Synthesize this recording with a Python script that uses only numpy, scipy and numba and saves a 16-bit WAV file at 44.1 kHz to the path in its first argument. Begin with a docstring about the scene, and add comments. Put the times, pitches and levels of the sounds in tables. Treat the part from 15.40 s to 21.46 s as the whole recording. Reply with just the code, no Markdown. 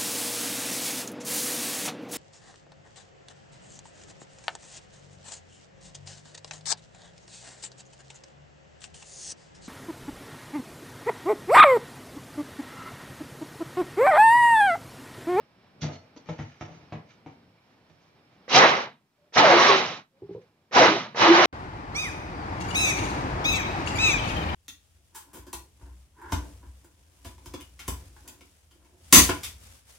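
"""Over a quiet kitchen hum, the pot and a jug are knocked and slid on a stone counter: decaying tones and noise.
A hand blender then pulses four times in a steel pot of milk and fruit, close to the microphone.
Its churn is made of bursting bubbles, hiss and blade blows; trapped air pockets are ringing, gliding tones.
Big bubbles glug in between, as notes that climb a little. A small hard room adds a short tail to the knocks."""
import sys
import numpy as np
from scipy import signal
from scipy.fft import rfft, irfft, next_fast_len
from scipy.io import wavfile
from scipy.ndimage import uniform_filter1d
from numba import njit

SR = 44100
rng = np.random.default_rng(int(sys.argv[2]) if len(sys.argv) > 2 else 0)


def transcribe(signal):
    """Save signal, clipped to [-1, 1], as a 16-bit WAV file at the path in sys.argv[1]."""
    frames = np.atleast_2d(signal).T
    limited = np.clip(frames, -1, 1)
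    pcm = np.round(limited * 32767).astype(np.int16)
    wavfile.write(sys.argv[1], SR, pcm)


N = 267157
T = np.arange(N) / SR  # time of every sample, s


def undb(db):
    """Turn a level in dB into a gain."""
    return 10 ** (np.asarray(db) / 20)


def unit(x):
    """Scale to an rms of 1."""
    return x / np.sqrt(np.mean(x ** 2))


def colour(x, table):
    """Shape the spectrum through (f/Hz, level/dB) points joined on a log-frequency axis."""
    hz, db = np.transpose(table)
    size = next_fast_len(N)
    log_f = np.log(np.arange(size // 2 + 1) * SR / size + 1)
    gain = undb(np.interp(log_f, np.log(hz + 1), db))
    return irfft(rfft(x, size) * gain, size)[..., :N]


def band(x, lo_hz, hi_hz):
    """Keep the sound between two frequencies."""
    return signal.sosfilt(signal.butter(2, [lo_hz, hi_hz], "band", fs=SR, output="sos"), x)


def resonate(x, peaks):
    """Add up resonances, each given as (f/Hz, width/Hz, level/dB)."""
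    return sum(undb(db) * signal.lfilter(*signal.iirpeak(hz, hz / width, SR), x) for hz, width, db in peaks)


def walk(rate):
    """Random levels with a spread near 1, each held for 1 / rate seconds and then smoothed twice."""
    hold = int(SR / rate)
    steps = np.repeat(rng.standard_normal(N // hold + 1), hold)
    return 1.3 * uniform_filter1d(uniform_filter1d(steps, hold), hold)[:N]


def add(out, s, x):
    """Mix x into out, starting at time s."""
    i = int(s * SR)
    out[..., i:i + x.shape[-1]] += x[..., :N - i]


def ring(modes, stretch, detune, luck_db=4.5):
    """A struck body as decaying sines with a joint peak of 1; every blow weights and tunes them anew."""
    t = np.arange(SR // 2) / SR
    luck = rng.standard_normal((len(modes), 2))
    x = 0
    for (hz, db, t60), (louder, sharper) in zip(modes, luck):
        sine = np.sin(2 * np.pi * hz * (1 + detune * sharper) * t)
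        x = x + undb(db + luck_db * louder) * sine * undb(-60 * t / (t60 * stretch))
    return x / np.abs(x).max()


START_S, BITE_S = .004, 0.017  # time to catch, time to take the load
SPIN_SHAPE = 0.78  # under 1: the level climbs fastest just after the catch
# the first load is loudest, then the vortex settles
SURGE_DB, SURGE_RISE_S, SURGE_S = 5.5, 0.023, 0.08
# splash, spray and rumble against the churn (dB), before each press shifts the first two
FREE_DB, LOADED_DB = (-0.5, -3.5, -17), (-10, -17.5, -20)  # while spinning up, while running
CATCH_DB, CATCH_S = -18, .016  # the treble is weak as the motor catches, and arrives this soon
# after the bite, liquid is thrown up: part way back to the brightness of the spin-up, then calm
THROW_S, THROW_SHARE, SETTLE_S = .028, 0.6, 0.066
OPEN_DB_PER_S = 12  # the treble opens while the blade runs and whips air in
DARKEN_DB = (-1, -6)  # splash and spray fade further once the blade has stalled
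STALLED_RUMBLE_DB = 1.5  # the rumble against the churn soon after the stall
# presses of the button: switch on t/s, blade bites t/s, switch off t/s, blade stalls t/s,
# level/dB as the motor catches, just before the bite, and running before the surge;
# fall while coasting and while dying out (dB per s); treble shift/dB spinning up, and running;
# splash, spray and rumble at the stall (level/dB against the churn)
BUTTON_PRESSES = [(3.08, 3.148, 3.253, 3.44, -47, -18, -14.5, -108, -250, -1, -2, -8, -18.5, -14),
                  (3.924, 3.955, 4.327, 4.58, -60, -35.5, -16.5, -108, -350, 1, -1.4, -4.5, -13, -4),
                  (5.312, 5.353, 5.462, 5.62, -50.5, -21, -16, -125, -160, -7, 0, -6.5, -14, -7.5),
                  (5.747, 5.802, 6.086, 6.225, -44, -20, -17, -110, -200, -8.5, -0.61, -4, -18, -8)]


def press(on, bite, off, stall, catch_db, free_db, run_db, coast_db, die_db, up_db, open_db, *stalled_db):
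    """One press as four gains (churn, splash, spray, rumble): catch, spin up, bite, run, coast, stall."""
    db = np.interp(T, [on - START_S, on, bite, bite + BITE_S], [-90, catch_db, free_db, run_db])
    spin = np.clip((T - on) / (bite - on), 0, 1)
    db += (free_db - catch_db) * (spin ** SPIN_SHAPE - spin)
    after = np.clip(T - bite, 0, None)
    db += SURGE_DB * (1 - np.exp(-after / SURGE_RISE_S)) * np.exp(-after / SURGE_S)
    db += coast_db * np.clip(T - off, 0, stall - off)
    db += die_db * np.clip(T - stall, 0, None)

    times = [on, on + CATCH_S, bite, bite + BITE_S, bite + THROW_S, bite + SETTLE_S, off, stall, stall + 0.11]
    end_db = (*np.add(stalled_db[:2], DARKEN_DB), STALLED_RUMBLE_DB)
    is_treble = (1, 1, 0)
    parts = []
    for free, loaded, stalled, end, treble in zip(FREE_DB, LOADED_DB, stalled_db, end_db, is_treble):
        free = free + treble * up_db
        loaded = loaded + treble * open_db
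        caught = free + treble * CATCH_DB
        bitten = free + free_db - run_db  # undoes the change of the churn level
        thrown = loaded + THROW_SHARE * (free - loaded)
        opened = loaded + treble * OPEN_DB_PER_S * (off - bite)
        levels = [caught, free, free, bitten, thrown, loaded, opened, stalled, end]
        parts.append(np.interp(T, times, levels))
    return undb(db + np.array([0 * T, *parts])) * (T > on - START_S)


@njit
def bubbles(start, hz, cycles, size, glide, n):
    """Each bubble is a sine that dies in a few cycles while its pitch climbs."""
    out = np.zeros(n)
    for k in range(len(start)):
        step = np.exp((2j * np.pi - 3 / cycles[k]) * hz[k] / SR)
        climb = np.exp(2j * np.pi * glide * (hz[k] / SR) ** 2 / cycles[k])
        z = size[k] + 0j
        for i in range(start[k], min(n, start[k] + int(2 * cycles[k] * SR / hz[k]))):
            out[i] += z.imag
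            z *= step
            step *= climb
    return out


def froth(per_s, scatter_db):
    """Dense bubbles of all sizes, most bursting at once, some ringing long, over a bed of hiss."""
    u = rng.random((int(per_s * N / SR), 4)).T
    hz = 250 * 30 ** u[1]
    cycles = 2 + 30.0 * u[2] ** 3.0
    size = undb(-scatter_db * np.log(u[3] + 0.0066)) * hz / cycles ** 0.44
    pops = bubbles((u[0] * N).astype(np.int64), hz, cycles, size, .15, N)
    return unit(pops) + undb(7.5) * rng.standard_normal(N)


def chops(per_s, scatter_db):
    """The blade hits fruit and air at uneven moments: short dull blows."""
    u = rng.random((int(per_s * N / SR), 3)).T
    start = np.cumsum(.5 + u[0]) * SR / per_s
    cycles = 3 + 0 * start
    return unit(bubbles(start.astype(np.int64), 550 + 500 * u[1], cycles, undb(scatter_db * u[2]), 0.19, N))


# spectrum of the churning liquid: f/Hz, relative level/dB (per Hz)
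CHURN_SPECTRUM = [(150, -45.5), (250, -11.5), (309, -17.5), (341, -6), (377, -9.5), (440, -7.5),
                  (644, -5.5), (831, -6.5), (1150, -7.5), (1460, -10), (2020, -11), (5600, -29),
                  (7320, -44.5), (9520, -69), (16100, -120)]
# resonances of the blender housing: f/Hz, width/Hz, level/dB
HOUSING = [(950, 91, -11), (1270, 120, -8), (2040, 120, -11.5), (2950, 120, -6.5), (3920, 360, -1.5),
           (6030, 720, -2.5)]


def churn():
    """Blade noise: froth, chops, splash, spray and rumble, the parts throbbing on their own."""
    level, splash_gain, spray_gain, rumble_gain = sum(press(*one) for one in BUTTON_PRESSES)
    raw = colour(froth(2500, 1.3), CHURN_SPECTRUM)
    raw = raw + resonate(raw, HOUSING)
    low = colour(raw, [(2000, 0), (3200, -20), (4000, -60)])
    top = colour(raw, [(3000, -60), (3900, -20), (5400, 0)])
    middle = raw - low - top
    splash = splash_gain * unit(middle) * undb(0.59 * walk(30))
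    spray = spray_gain * unit(top) * undb(2.4 * walk(33))
    deep = band(band(rng.standard_normal(N), 108, 280), 108, 280)
    rumble = rumble_gain * unit(deep) * undb(1.4 * walk(27))
    body = unit(low) * undb(1.7 * walk(40))
    blows = undb(-9.5) * band(chops(90, 5), 200, 6000)
    return level * (body + blows) + splash + spray + rumble


POCKET_EDGE_DB, POCKET_SHAPE = -19, 1.2  # drop towards start and end; roundness of the swell
# air pockets ringing under the blade: start t/s, peak t/s, end t/s, pitch at the peak f/Hz,
# glide (octaves per s), rms level/dB at the peak before flutter
AIR_POCKETS = [(3.13, 3.17, 3.23, 739, 6, -13.5), (3.19, 3.24, 3.36, 790, -2, -22.5),
               (3.76, 3.83, 3.95, 595, .1, -65), (4.7, 4.75, 4.86, 538, -1, -65.5),
               (3.95, 4.0, 4.04, 920, -4, -23.5), (3.99, 4.06, 4.21, 639, -5.5, -15),
               (3.97, 4.015, 4.06, 290, 2.5, -25.5), (4.06, 4.165, 4.2, 348, 0.9, -18),
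               (4.05, 4.125, 4.2, 710, -1.7, -17), (4.18, 4.208, 4.25, 1120, 0.5, -19.5),
               (4.25, 4.3, 4.37, 1090, -2, -21.5), (4.23, 4.31, 4.46, 400, -0.7, -21.5),
               (5.345, 5.39, 5.43, 830, -5, -17), (5.345, 5.37, 5.43, 990, -1, -19),
               (5.35, 5.43, 5.48, 660, -2, -13.5), (5.38, 5.41, 5.49, 495, -2.5, -16.5),
               (5.4, 5.43, 5.48, 300, 0.5, -18), (5.45, 5.495, 5.6, 312, 1.5, -23.5),
               (5.86, 5.915, 5.98, 340, 0.2, -7), (5.79, 5.85, 5.9, 340, 1.5, -21),
               (5.93, 5.99, 6.1, 350, -0.4, -19.5), (5.83, 5.87, 5.9, 1200, -2, -26),
               (5.47, 5.53, 5.6, 400, 0.5, -28.5), (3.15, 3.2, 3.3, 480, -1.5, -25.5),
               (3.13, 3.18, 3.33, 140, 0, -29.5)]


def pockets():
    """Air pockets: tones that glide as the pocket grows or shrinks; the higher ones stutter more."""
    out = np.zeros(N)
    for start, peak, end, hz, glide, db in AIR_POCKETS:
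        away = np.interp(T, [start, peak, end], [1, 0, 1])
        pitch = hz * 2 ** (glide * (np.clip(T, start, end) - peak))
        stutter_db = 5.5 * np.clip(pitch / 560, 0, 1) ** 2 * np.clip(walk(130), -1.4, 1.2)
        swell_db = db + POCKET_EDGE_DB * away ** POCKET_SHAPE
        level = undb(swell_db + stutter_db + 2.0 * walk(45)) * (1 - away ** 3)
        wobbling = pitch * (1 + .02 * walk(90))
        out += np.sqrt(2) * level * np.sin(2 * np.pi * np.cumsum(wobbling) / SR)
    return out


# switch click: f/Hz, level/dB before random weighting, time to fall 60 dB t/s
SWITCH_MODES = [(480, 0.5, .06), (620, -7.5, .04), (1800, -8, .04), (2030, -8, .04)]
SWITCH_DB = 15.5  # peak against the level as the motor catches


def button():
    """The switch clicks in the plastic housing at each press: a few short decaying sines."""
    out = np.zeros(N)
    for on, _, _, _, catch_db, *_ in BUTTON_PRESSES:
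        add(out, on, undb(catch_db + SWITCH_DB) * ring(SWITCH_MODES, 1, .04, luck_db=2.5))
    return out


# modes of the stone counter: f/Hz, level/dB before random weighting, fall time t/s before stretching
COUNTER_MODES = [(93.5, -11, 0.34), (120.7, -2.5, 0.3), (155.9, 1.5, 0.23), (209, -4, 0.13)]
GLUG_T60_S = .11  # time for a note to fall 60 dB
# big bubbles rising between presses: t/s, note level/dB, starting pitch f/Hz
BIG_BUBBLES = [(4.82, -32.5, 384), (4.831, -32, 396), (4.892, -29.5, 384), (4.908, -29, 395),
               (4.948, -28, 451), (4.96, -33, 489), (4.977, -38, 396), (4.997, -43, 497.8),
               (5.016, -48, 479.5), (5.04, -56, 430)]


def glugs():
    """Large bubbles: a round note that climbs a little, its neighbours in the pot, and a soft thump."""
    out, t = np.zeros(N), np.arange(SR // 3) / SR
    for s, db, hz in BIG_BUBBLES:
        phase = 2 * np.pi * hz * t * (1 + 0.5 * t)
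        note = np.sin(phase) + undb(-3.5) * np.sin(0.8982 * phase) + undb(-22) * np.sin(2.05 * phase)
        thump = undb(-6.5) * ring(COUNTER_MODES, 0.6, 0.11)[:len(t)]
        soft_start = 1 - np.exp(-t / .002)
        add(out, s, undb(db) * (note * undb(-60 * t / GLUG_T60_S) + thump) * soft_start)
    return out


# modes of the steel pot, then of its rim: f/Hz, level/dB before random weighting, fall time t/s before stretching
POT_MODES = [(273, -2.5, 0.48), (330, 1, 0.2), (380, -7.5, 0.095), (508, -7, .08), (525, -4.5, 0.012),
             (703, -1, 0.13), (730, 1, 0.039), (767, -3.5, 0.025), (920, 0, 0.08), (1063, 0.5, 0.11),
             (1240, -0.5, 0.096), (1240, -5, 0.2), (1490, -7, 0.05), (1700, -5, 0.046), (1870, -7, 0.052),
             (2040, -2, 0.1), (2160, -2, 0.12)]
RIM_MODES = [(3260, -4.5, 0.14), (3420, -14, 0.04), (3918, 3.5, 0.069), (4400, -9, .2), (5570, 3, .15),
             (5870, 3.5, .06), (6160, -4.5, .15)]
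# blows on pot and counter: t/s, body level/dB, thud level/dB and tick level/dB against the body,
# ring time t/s (scaled for each part), clack level/dB against the body, left minus right level/dB
BLOWS = [(0.411, -47.5, -5, 6, 0.17, -7, 2), (0.421, -36.5, 20.5, 5, 0.31, -9, 1.0),
         (0.43, -24, -12, -25, 0.56, -8.5, 0.5), (0.764, -38, -19, -9, 0.16, -6.5, 1),
         (0.859, -48.5, 5, -6, 0.24, 0, 6), (0.889, -21, 3.5, -32, 0.15, -14.5, 2),
         (0.99, -28.5, 10, -45, 0.21, -1, 1.5), (1.211, -24.5, 3, -35, 0.12, -4, -1.5),
         (1.279, -40.5, 3, -19, 0.65, -11, 3), (1.523, -27, 6.5, -42, 0.23, -4.5, 1),
         (1.862, -33.5, 2, -39, 0.16, -8, 2), (2.499, -54.5, 9.5, -20, 0.19, 4, -7),
         (3.962, -16.5, -28, -6.5, 0.16, -4.5, 1), (5.359, -13.5, -28, -4, 0.35, -6, 2)]


def knocks():
    """Each blow and its small bounces ring pot, counter and rim; the tick brings out the upper modes."""
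    out, t = np.zeros((2, N)), np.arange(SR // 2) / SR
    for s, db, thud_db, tick_db, t60, clack_db, pan_db in BLOWS:
        chance = rng.standard_normal((4, len(t)))
        bounces = (chance[0] > 2.2) * chance[1] * 0.38 * undb(-60 * t / t60)
        bounces[0] = 1
        body, clack = (signal.fftconvolve(bounces, ring(modes, 0.3, 0.06, luck_db=4))[:len(t)]
                       for modes in (POT_MODES[:8], POT_MODES[8:]))
        # modes too dense to tell apart fill the gaps as a short dull rattle
        rattle = chance[3] * undb(-60 * t / (0.53 * t60))
        body = body / np.abs(body).max() + undb(7) * band(rattle, 250, 790)
        clack = clack / np.abs(clack).max() + band(rattle, 1100, 2200)
        scratch = band(chance[2], 2300, 4400) * undb(-60 * t / (0.22 * t60))
        tick = ring(RIM_MODES, 0.54, 0.038) + scratch
        # the slab takes a few cycles to start moving
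        thud = ring(COUNTER_MODES, t60 / 0.3, 0.058, luck_db=2.5) * (1 - np.exp(-t / 0.0039))
        blow = body + undb(clack_db) * clack + undb(thud_db) * thud + undb(tick_db) * tick
        add(out, s, blow * undb(db + np.array([[pan_db], [-pan_db]]) / 2))
    return out


# modes of the jug wall: f/Hz, level/dB before random weighting, fall time t/s before stretching
JUG_MODES = [(4280, 1, .18), (4590, -8, .2), (5160, -5, .2), (5800, -4, 0.19), (6280, -7.5, 0.19),
             (6520, -4, .15)]
JUG_S, JUG_DB = .518, -38.5  # start time, level


def jug():
    """The thin jug wall rings softly after it is set down: high decaying sines with a soft start."""
    out, x = np.zeros(N), ring(JUG_MODES, 0.91, 0.0025, luck_db=2.5)
    soft_start = 1 - np.exp(-np.arange(len(x)) / SR / .012)
    add(out, JUG_S, undb(JUG_DB) * x * soft_start)
    return out


# slides of hands and steel on stone, then a short drip-like click and two soft rustles among the glugs:
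# peak t/s, peak level/dB, centre f/Hz, time to rise the last 20 dB t/s, time to fall 60 dB t/s
SLIDES_AND_RUSTLES = [(.42, -39, 4364, 0.0086, 0.27), (.525, -52.5, 3290, .02, .3),
                      (.778, -56.5, 4560, .02, .13), (.895, -49.5, 2230, 0.033, 0.5),
                      (.99, -54.5, 2120, 0.022, 1.1), (1.21, -51, 2200, .01, .55),
                      (1.35, -60.5, 2600, 0.096, .5), (1.53, -55.5, 2200, .01, 0.23),
                      (1.71, -56.5, 2400, 0.044, 0.22), (1.87, -62.5, 2550, .015, 0.37),
                      (2.3, -72, 2503, .15, .8), (2.5, -70, 4000, .02, .3), (2.62, -70.5, 4206, .03, .5),
                      (2.93, -69, 2403, .04, .3), (4.572, -50, 4000, .006, .04),
                      (4.935, -66, 2300, .02, .15), (5.018, -66, 2573, .01, .12)]


def scrape():
    """Slides and rustles: uneven noise leaning towards the loudest one's centre, with steel modes singing along."""
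    power = np.array([undb(db - np.where(T < s, 20 * (s - T) / rise, 60 * (T - s) / t60)) ** 2 + 1e-18
                      for s, db, _, rise, t60 in SLIDES_AND_RUSTLES])
    level = np.sqrt(power.sum(axis=0))
    centre = np.log2([row[2] for row in SLIDES_AND_RUSTLES]) @ power / level ** 2  # in octaves
    grains = rng.standard_normal(N) * undb(2.5 * walk(150))
    rustle = 0
    for f in 1500 * 2 ** np.arange(0, 2.1, .33):
        lean = undb(-7 * np.abs(np.log2(f) - centre))
        rustle = rustle + band(grains, f / 1.168, f * 1.055) / np.sqrt(f) * lean
    rims = sum(resonate(grains, [(f, 60, g)]) * undb(4 * walk(12)) for f, g, _ in RIM_MODES + POT_MODES[-1:])
    return level * unit(unit(rustle) + undb(-13.0) * unit(rims))


HUM_DB, UPPER_DB = -60, -1  # background level; extra gain of its upper part
SINK_DB, RETURN_DB_PER_S = -13, 9.5  # it sinks under each burst and creeps back after the stall
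# spectrum of the background: f/Hz, relative level/dB (per Hz)
HUM_SPECTRUM = [(15, -59.5), (25, -29.5), (43, -19), (69, -3), (152, 0.5), (403, -7), (433, -8),
                (822, -9.5), (1350, -15), (2400, -19), (5500, -26.5), (7320, -58.5), (9520, -73.5),
                (16100, -120)]
# thin wavering bands: f/Hz, width/Hz, level/dB against the background before wavering
WHINE_BANDS = [(2340, 90, -24.5), (5360, 70, -28.5)]
# swells of the background: centre t/s, half length t/s, bass level/dB, upper part level/dB
HUM_SWELLS = [(0, 0.048, 6, 5), (.42, 0.12, 8, 4), (.9, .35, 0, 3.5), (1.457, 0.4, 6, 3.5),
              (2.399, 0.16, 1.5, -0.5), (3.1, .2, 4, 4), (3.85, 0.077, 4.5, 3.5), (4.93, 0.13, 12, 11.5),
              (5.274, 0.068, 1, -0.5)]


def hum():
    """Kitchen background: shaped noise with a smooth upper part, a bass that wavers more, and thin whines."""
    bass_db, upper_db = sum(np.outer(db, np.exp(-((T - s) / half) ** 2)) for s, half, *db in HUM_SWELLS)
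    sinks = []
    for _, bite, _, stall, *_ in BUTTON_PRESSES:
        depth_db = np.clip(SINK_DB + RETURN_DB_PER_S * np.clip(T - stall, 0, None), None, 0)
        sinks.append(depth_db * np.clip((T - bite) / .1, 0, 1))
    sink_db = np.min(sinks, axis=0)
    raw = unit(colour(rng.standard_normal(N), HUM_SPECTRUM))
    bass = colour(raw, [(500, 0), (1500, -30)])
    upper = raw - bass
    out = bass * undb(2.0 * walk(16) + bass_db)
    out += upper * undb(1.3 * walk(20) + UPPER_DB + upper_db)
    for hz, width, db in WHINE_BANDS:
        out += undb(db + 4.0 * walk(11)) * unit(resonate(raw, [(hz, width, 0)]))
    return out * undb(HUM_DB + sink_db)


ROOM_T60_S, ROOM_DB = 0.28, -1.5  # time to fall 60 dB; tail level against the direct sound


def room(x):
    """Diffuse tail of tiled walls as fading noise; above the bass it differs between the channels."""
    t = np.arange(SR // 2) / SR
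    same, other = rng.standard_normal((2, len(t))) * undb(-60 * t / ROOM_T60_S) * (t > .006)
    tail = same + band(other, 600, 9000) * np.array([[1], [-1]])
    tail /= np.sqrt(np.sum(tail ** 2, axis=1, keepdims=True))
    return x + undb(ROOM_DB) * signal.fftconvolve(x, tail, axes=1)[:, :N]


# stereo width: f/Hz, side minus mid level/dB
STEREO_WIDTH = [(60, -17), (100, -17.5), (170, -17), (290, -16.5), (490, -8.5), (840, -6), (1410, -0.5),
                (2400, -2.5), (4060, -1), (6870, 2.5)]
# stereo balance: f/Hz, left minus right level/dB
STEREO_LEAN = [(60, 4), (100, -1), (170, 1.5), (290, -1), (490, -1), (840, 1.5), (1410, -2), (2400, -4.5),
               (4060, -4.5), (6870, -4)]


def wide(mid, other, lead=0.45):
    """Two channels: alike in the bass; in the treble partly unrelated, partly alike with the left leading."""
    lead = np.clip(lead, 0, 1)
    shifted = signal.hilbert(mid, next_fast_len(N))[:N].imag  # a quarter cycle behind
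    side = colour(np.sqrt(1 - lead ** 2) * other - lead * shifted, STEREO_WIDTH)
    hz, db = np.transpose(STEREO_LEAN)
    return np.array([colour(mid + side, np.c_[hz, db / 2]), colour(mid - side, np.c_[hz, -db / 2])])


def scene():
    """Blade noise, bubbles, scraping and hum close by, plus the blows in the room."""
    close = churn() + pockets() + glugs() + button() + scrape() + hum()
    other = churn() + scrape() + hum()
    return wide(close, other) + room(knocks() + jug())


MIC_HZ, TOP_HZ = 7477, 15480  # where the treble falls away, where it ends
# spectrum of the circuit hiss: f/Hz, relative level/dB (per Hz)
HISS_SPECTRUM = [(20, 19.5), (100, 8.5), (7000, 3.5), (9000, 1), (12000, -0.5)]
HISS_DB = -79  # rms level


def record(dry):
    """The microphone drops the deep bass and rounds the peaks; the treble falls away over a faint hiss."""
    x = signal.sosfilt(signal.butter(3, 82, "high", fs=SR, output="sos"), dry)
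    x = signal.lfilter(*signal.butter(3, 6600, fs=SR), np.tanh(0.79 * x) / 0.94)
    x = signal.sosfilt(signal.ellip(6, .5, 26, MIC_HZ, fs=SR, output="sos"), x)
    hiss = undb(HISS_DB) * unit(colour(rng.standard_normal(x.shape), HISS_SPECTRUM))
    # the output stage bends the loudest peaks once more, which spills a little above the fall
    x = x - 0.09 * x ** 3 + hiss
    return signal.sosfilt(signal.ellip(8, .2, 70, TOP_HZ, fs=SR, output="sos"), x)


dry = scene()
out = record(dry)
transcribe(out)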